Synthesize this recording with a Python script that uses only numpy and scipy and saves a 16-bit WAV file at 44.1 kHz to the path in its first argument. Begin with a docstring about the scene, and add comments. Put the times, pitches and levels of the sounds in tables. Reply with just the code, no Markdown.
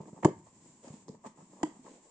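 """A small carpeted room, where hands fold open the flaps of a cardboard box close to a phone.
Two flaps snap over: the crease cracks, the panel gives a hollow knock, the loose flaps chatter.
Around the snaps fingers bump the panels, creases and nails tick, board rubs on board in tiny
slips, and a dry sliding hiss comes and goes, all in a short room tail over faint room tone."""
import sys
import numpy as np
from scipy import signal
from scipy.fft import rfft, irfft
from scipy.io import wavfile
from scipy.ndimage import uniform_filter1d

SR = 44100
rng = np.random.default_rng(int(sys.argv[2]) if len(sys.argv) > 2 else 0)


def generate_wav(sig):
    """Save sig (samples, or channels by samples) to the path in sys.argv[1] as 16-bit PCM at SR."""
    pcm = np.round(np.clip(np.atleast_2d(sig).T, -1, 1) * 32767).astype(np.int16)
    wavfile.write(sys.argv[1], SR, pcm)


N = 92610  # 2.1 s


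def undb(db):
    """Decibels to gain."""
    return 10 ** (np.asarray(db) / 20)


def unit(x):
    """Scale to an rms of 1."""
    return x / np.sqrt(np.mean(x ** 2) + 1e-20)


def since(start):
    """Seconds since start, zero before it."""
    return np.maximum(np.arange(N) / SR - start, 0)


def fade(t, t60):
    """Exponential decay, 60 dB down after t60 seconds."""
    return np.exp(-np.log(1000) * np.maximum(t, 0) / max(t60, 1e-3))


def swell(t, rise, t60):
    """Smooth attack, then exponential decay."""
    return np.sin(np.pi / 2 * np.clip(t / max(rise, 1e-4), 0, 1)) ** 2 * fade(t - rise, t60)


def bins():
    """Frequency of each spectral bin."""
    return np.maximum(np.arange(N // 2 + 1) * SR / N, 1)


def curve(hz, values):
    """Join breakpoints along a log frequency axis."""
    return np.interp(np.log(bins()), np.log(hz), values)


def colour(x, points):
    """EQ through (f/Hz, level/dB) points, keeping the power of white noise."""
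    hz, db = np.array(points).T
    return irfft(rfft(x) * unit(undb(curve(hz, db))), N)


def focus(hz, octave_db):
    """Bell curve around hz, octave_db down one octave away."""
    return undb(-octave_db * np.log2(bins() / hz) ** 2)


def spread(pair, wide_hz=1770):
    """Two unrelated signals to left and right: alike in the bass, apart in the treble."""
    width = bins() / np.hypot(bins(), wide_hz)
    mid, side = rfft(pair)
    return irfft(np.array([mid + width * side, mid - width * side]), N)


def noise():
    """White noise at the two microphones."""
    return spread(rng.standard_normal((2, N)))


def slips(per_s=1700, scatter_db=3):
    """Tiny stick-slip releases at random times and of uneven size."""
    hit = rng.random(N) < per_s / SR
    size = undb(scatter_db * rng.standard_normal(N))
    return spread(unit(hit * size * rng.standard_normal((2, N))))


# EQ of the still room: f/Hz, level/dB
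ROOM_TONE_EQ = [(30, -6.5), (80, -8.5), (200, -8), (400, -1.5), (750, -5.5), (1030, 0.5), (1430, -26),
                (1900, -16), (3900, -29.5), (7400, -15), (8400, -25.5)]


def room_tone():
    """Still air: a faint, dark bed of steady noise."""
    return undb(-70) * colour(noise(), ROOM_TONE_EQ)


# Reverb bands: f/Hz, level against the send/dB, t60/s
REVERB_BANDS = [(59.5, -13, 1), (136, -10.5, 0.16), (316, -11.5, 0.2), (600, -21, 0.34), (950, -12.5, 0.31),
                (1980, -8.5, 0.27), (4000, -7.5, 0.22), (7500, -8.5, 0.2)]


def reverb(send, predelay_s=0.009, build_s=0.008, smooth_hz=45):
    """The carpeted room's short tail: each band has its own decay, and no single tone stands out."""
    hz, db, t60s = np.array(REVERB_BANDS).T
    scatter, t, tail = rfft(noise()), since(predelay_s), 0
    for share, t60 in zip(np.eye(len(hz)), t60s):
        band = irfft(scatter * curve(hz, share), N)
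        tail = tail + band * swell(t, build_s, t60)
    response = rfft(tail)
    power = uniform_filter1d(np.mean(abs(response) ** 2, axis=0), int(smooth_hz * N / SR))
    tail = irfft(response / np.sqrt(power) * undb(curve(hz, db)), N)
    return signal.fftconvolve(send, tail[:, :N // 2], axes=1)[:, :N]


# Resonances of the box: f/Hz, width/Hz, relative level/dB
BOX_MODES = [(173, 160, 30), (319.4, 66, 4.5), (527, 26.7, 4), (871, 130, 14.5), (1750, 420, 10)]
# Gap between the resonances: f/Hz, width/Hz
BOX_NOTCHES = [(1450, 290)]
SLIP_FOCUS_DB, TOUCH_FOCUS_DB = 7, 4  # drop in drive one octave from a contact's centre


def box(drive, emphasis):
    """The hollow body: a contact stirs its resonances, weighted by the emphasis curve."""
    f = bins()
    gain = sum(undb(db) / (1 + 1j * (f / hz - hz / f) * hz / width) for hz, width, db in BOX_MODES)
    gain *= (1j * f / (110 + 1j * f)) ** 2  # low cut
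    gain /= 1 + 1j * f / 1300 - (f / 1300) ** 2  # high cut
    for hz, width in BOX_NOTCHES:
        gain *= 1 - 1 / (1 + 1j * (f / hz - hz / f) * hz / width)
    return irfft(rfft(drive) * unit(gain * emphasis), N)


def radiate(motion, cut_hz=72):
    """Small panels lose their deepest bass."""
    return signal.sosfilt(signal.butter(2, cut_hz, "high", fs=SR, output="sos"), motion)


# Light slides of hands and flaps: t/s, length/s, hiss level/dB, rustle level/dB
SLIDES = [(0.034, 0.4, -66.5, -62), (0.417, 0.65, -66, -70), (1.053, 0.13, -68.5, -59.5),
          (1.2, 0.13, -68.5, -66), (1.342, 0.54, -65.5, -67), (1.843, 0.19, -68, -71),
          (2.003, 0.17, -65.5, -96)]
# EQ of the dry hiss: f/Hz, level/dB
HISS_EQ = [(500, -16.5), (2000, -11.5), (3900, -15.5), (5500, -12.5), (6400, -8), (7300, 3.5), (8400, -7.5)]


def sliding(edge_s=0.039, waver_db=2.37, waver_s=0.04, rustle_hz=198):
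    """Skin and flaps slide lightly: a wavering hiss over a rustle of the box's lowest resonance."""
    hiss_gain, rustle_gain = np.zeros((2, N))
    for start, length, hiss_db, rustle_db in SLIDES:
        t = since(start)
        speed = np.clip(np.minimum(t, length - t) / edge_s, 0, 1)
        hiss_gain += undb(hiss_db) * speed
        rustle_gain += undb(rustle_db) * speed
    pressure = np.interp(since(0) / waver_s, np.arange(N), rng.standard_normal(N))
    hiss = hiss_gain * colour(noise(), HISS_EQ)
    rustle = box(rustle_gain * slips(), focus(rustle_hz, SLIP_FOCUS_DB))
    return undb(-waver_db * pressure) * (hiss + rustle)


# Rubbing strokes: t/s, length/s, body level/dB, grit level/dB, centre f/Hz
RUBS = [(0.0, 0.051, -55, -65, 528), (0.069, 0.033, -54.5, -68.5, 650), (0.152, 0.052, -57, -82, 695),
        (0.2262, 0.012, -44, -55.5, 846), (0.237, 0.0047, -39, -51, 224), (0.458, 0.034, -63, -69, 850),
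        (0.827, 0.089, -57.5, -59, 560), (0.902, 0.083, -59, -62, 556), (1.09, 0.078, -60, -75, 452),
        (1.2396, 0.033, -49.5, -64.5, 760), (1.254, 0.03, -57, -55, 673), (1.37, 0.069, -61.5, -81, 837),
        (1.38, 0.087, -63, -72.5, 192), (1.508, 0.31, -65, -71, 807.5), (1.856, 0.033, -52.5, -87, 880),
        (1.822, 0.19, -59, -61.5, 443), (2.022, 0.089, -65.5, -91, 505)]
# EQ of the paper fibres' grit: f/Hz, level/dB
GRIT_EQ = [(300, -34), (1400, 3.5), (2100, 5.5), (3000, 3), (3900, 1.5), (4900, 1), (5800, 1), (7200, 13.5),
           (8400, 4.5)]


def rubs(rise_share=0.34):
    """Board rubs on board: slips drive the box and shed a fine grit."""
    body, grit_power = np.zeros((2, N)), np.zeros(N)
    for start, length, body_db, grit_db, hz in RUBS:
        force = np.sqrt(np.interp(since(start) / length, [0, rise_share, 1], [0, 1, 0]))
        body += undb(body_db) * box(force * slips(), focus(hz, SLIP_FOCUS_DB))
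        grit_power += (undb(grit_db) * force) ** 2
    grit = colour((slips() + noise()) / np.sqrt(2), GRIT_EQ)
    return body + np.sqrt(grit_power) * grit


# Small catches: t/s, box ring level/dB, click level/dB, click f/Hz
TICKS = [(0.055, -57, -66.5, 1800), (0.2318, -32.5, -48.5, 2190), (0.88, -51, -58, 5700),
         (1.0811, -54.5, -56.5, 5620), (1.0884, -65, -55.5, 5400), (1.148, -62, -73, 5130),
         (1.269, -45.5, -58, 7400)]


def ticks(ring_hz=800):
    """A crease or a fingernail catches: a crisp click and a short ring of the box."""
    clicks, contact = np.zeros((2, N)), np.zeros(N)
    for start, ring_db, click_db, hz in TICKS:
        catch = swell(since(start), rise=0.00087, t60=0.023)
        band = irfft(rfft(noise()) * unit(focus(hz, octave_db=25.5)), N)
        clicks += undb(click_db) * catch * band
        contact += undb(ring_db) * catch
    return clicks + box(contact * noise(), focus(ring_hz, TOUCH_FOCUS_DB))


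# Soft thuds of fingers and panels: t/s, level/dB, panel f/Hz, box ring level/dB
BUMPS = [(0.001, -35, 170, -44.5), (0.058, -49, 334, -67), (0.079, -63, 317, -54), (0.127, -40, 173.6, -55),
         (0.141, -58, 257, -58), (0.183, -50, 290, -58), (0.657, -49.5, 204, -63),
         (0.843, -47.5, 543, -57.5), (0.870, -41, 236, -50.5), (0.9, -38, 146.4, -57),
         (0.936, -38.5, 225, -59.5), (1.081, -49.5, 300, -54.5), (1.089, -39.5, 435, -62),
         (1.093, -35.5, 189, -85), (1.148, -50, 216, -61), (1.245, -42, 703, -67), (1.259, -39.5, 240, -65),
         (1.268, -43, 224, -72), (1.530, -49.5, 317, -59.5), (1.611, -47.5, 275, -51.5),
         (1.791, -45, 251, -77), (1.847, -52.5, 265, -54.5)]


def bumps(ring_hz=480):
    """Each soft contact sways one panel and stirs the box's lower resonances."""
    sway, contact = np.zeros((2, N))
    for start, db, hz, ring_db in BUMPS:
        t = since(start)
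        sway += undb(db) * swell(t, rise=0.0062, t60=0.037) * np.sin(2 * np.pi * hz * t)
        contact += undb(ring_db) * swell(t, rise=0.003, t60=0.035)
    return radiate(sway) + box(contact * noise(), focus(ring_hz, TOUCH_FOCUS_DB))


def chatter(cues, centre_hz=416):
    """At each (t/s, level/dB) cue the loose flaps shiver on the box and settle."""
    force = sum(undb(db) * swell(since(start), rise=0.032, t60=0.11) for start, db in cues)
    return box(force * slips(), focus(centre_hz, SLIP_FOCUS_DB))


def knock(t, modes):
    """A flap's bending waves swell, the slow ones mostly last, and the lossy board soon stops them."""
    motion = np.zeros(N)
    for hz, db, rise, decay in modes:
        damping = fade(np.maximum(t - rise, 0) ** 2 / decay, decay)  # half a bell curve
        motion += undb(db) * swell(t, rise, t60=1e3) * damping * np.sin(2 * np.pi * hz * t)
    return radiate(motion)


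# Bending modes of each flap: f/Hz, level/dB, attack/s, decay/s
OUTER_FLAP = [(159.8, -13, 0.0087, 0.018), (333.7, -9.5, 0.0128, 0.0081), (480, -35, 0.018, 0.015),
              (605.5, -25, 0.0089, 0.021), (743, -22, 0.0037, 0.013), (906, -18.5, 0.01, 0.0086),
              (1112, -27.5, 0.0075, 0.024), (1710, -31, 0.0029, 0.0083), (2144, -33.5, 0.0025, 0.009)]
INNER_FLAP = [(164, -40.5, 0.0075, 0.041), (310, -21, 0.0055, 0.031), (635, -38.5, 0.0015, 0.014),
              (749.5, -24, 0.004, 0.007), (836, -21, 0.0029, 0.0091), (970, -30, 0.0021, 0.029),
              (1983, -37.5, 0.0014, 0.014)]
# EQ of the crease's crack: f/Hz, level/dB
CRACK_EQ = [(100, 13.5), (1000, 19.5), (1450, 1.5), (2200, -1.5), (3200, 1.5), (3900, -10), (4700, -0.5),
            (5600, -6), (7100, 7), (8500, -3.5)]
# The two hits, outer flap then inner: t/s, knock level/dB, crack level/dB, crack hold/s, crack t60/s,
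# knock's left lead/ms, knock's left minus right/dB, reverb send/dB, chatter level/dB
SNAPS = [(0.2466, -0.5, -24.5, 0.0018, 0.042, -0.11, 1, -5.5, -34.5),
         (1.6308, 0, -27.5, 0.002, 0.02, -0.15, -0.5, -3, -51)]


def snaps(crack_rise_s=0.00034):
    """A flap gives way: the crease cracks and the panel knocks. Returns direct sound and reverb send."""
    direct, send = np.zeros((2, 2, N))
    for cue, modes in zip(SNAPS, (OUTER_FLAP, INNER_FLAP)):
        start, knock_db, crack_db, hold, t60, lead_ms, pan_db, send_db, _ = cue
        t = since(start)
        burst = np.minimum(t / crack_rise_s, 1) * fade(t - hold, t60)
        snap = undb(crack_db) * burst * colour(noise(), CRACK_EQ)
        for channel, side in enumerate((1, -1)):
            arrival = start - side * lead_ms / 2000  # half the lead to each side
            snap[channel] += undb(knock_db + side * pan_db / 2) * knock(since(arrival), modes)
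        direct += snap
        send += undb(send_db) * snap
    return direct, send


def scene(handling_send_db=0.5):
    """Two snaps up front and small handling sounds behind, in one reverb over room tone."""
    hits, send = snaps()
    handling = bumps() + rubs() + sliding() + ticks()
    handling += chatter([(start, db) for start, *_, db in SNAPS])
    return hits + handling + reverb(send + undb(handling_send_db) * handling) + room_tone()


def record(dry, top_hz=8550):
    """The phone cuts off the top steeply."""
    return signal.sosfilt(signal.ellip(10, 0.2, 70, top_hz, fs=SR, output="sos"), dry)


dry = scene()
out = record(dry)
generate_wav(out)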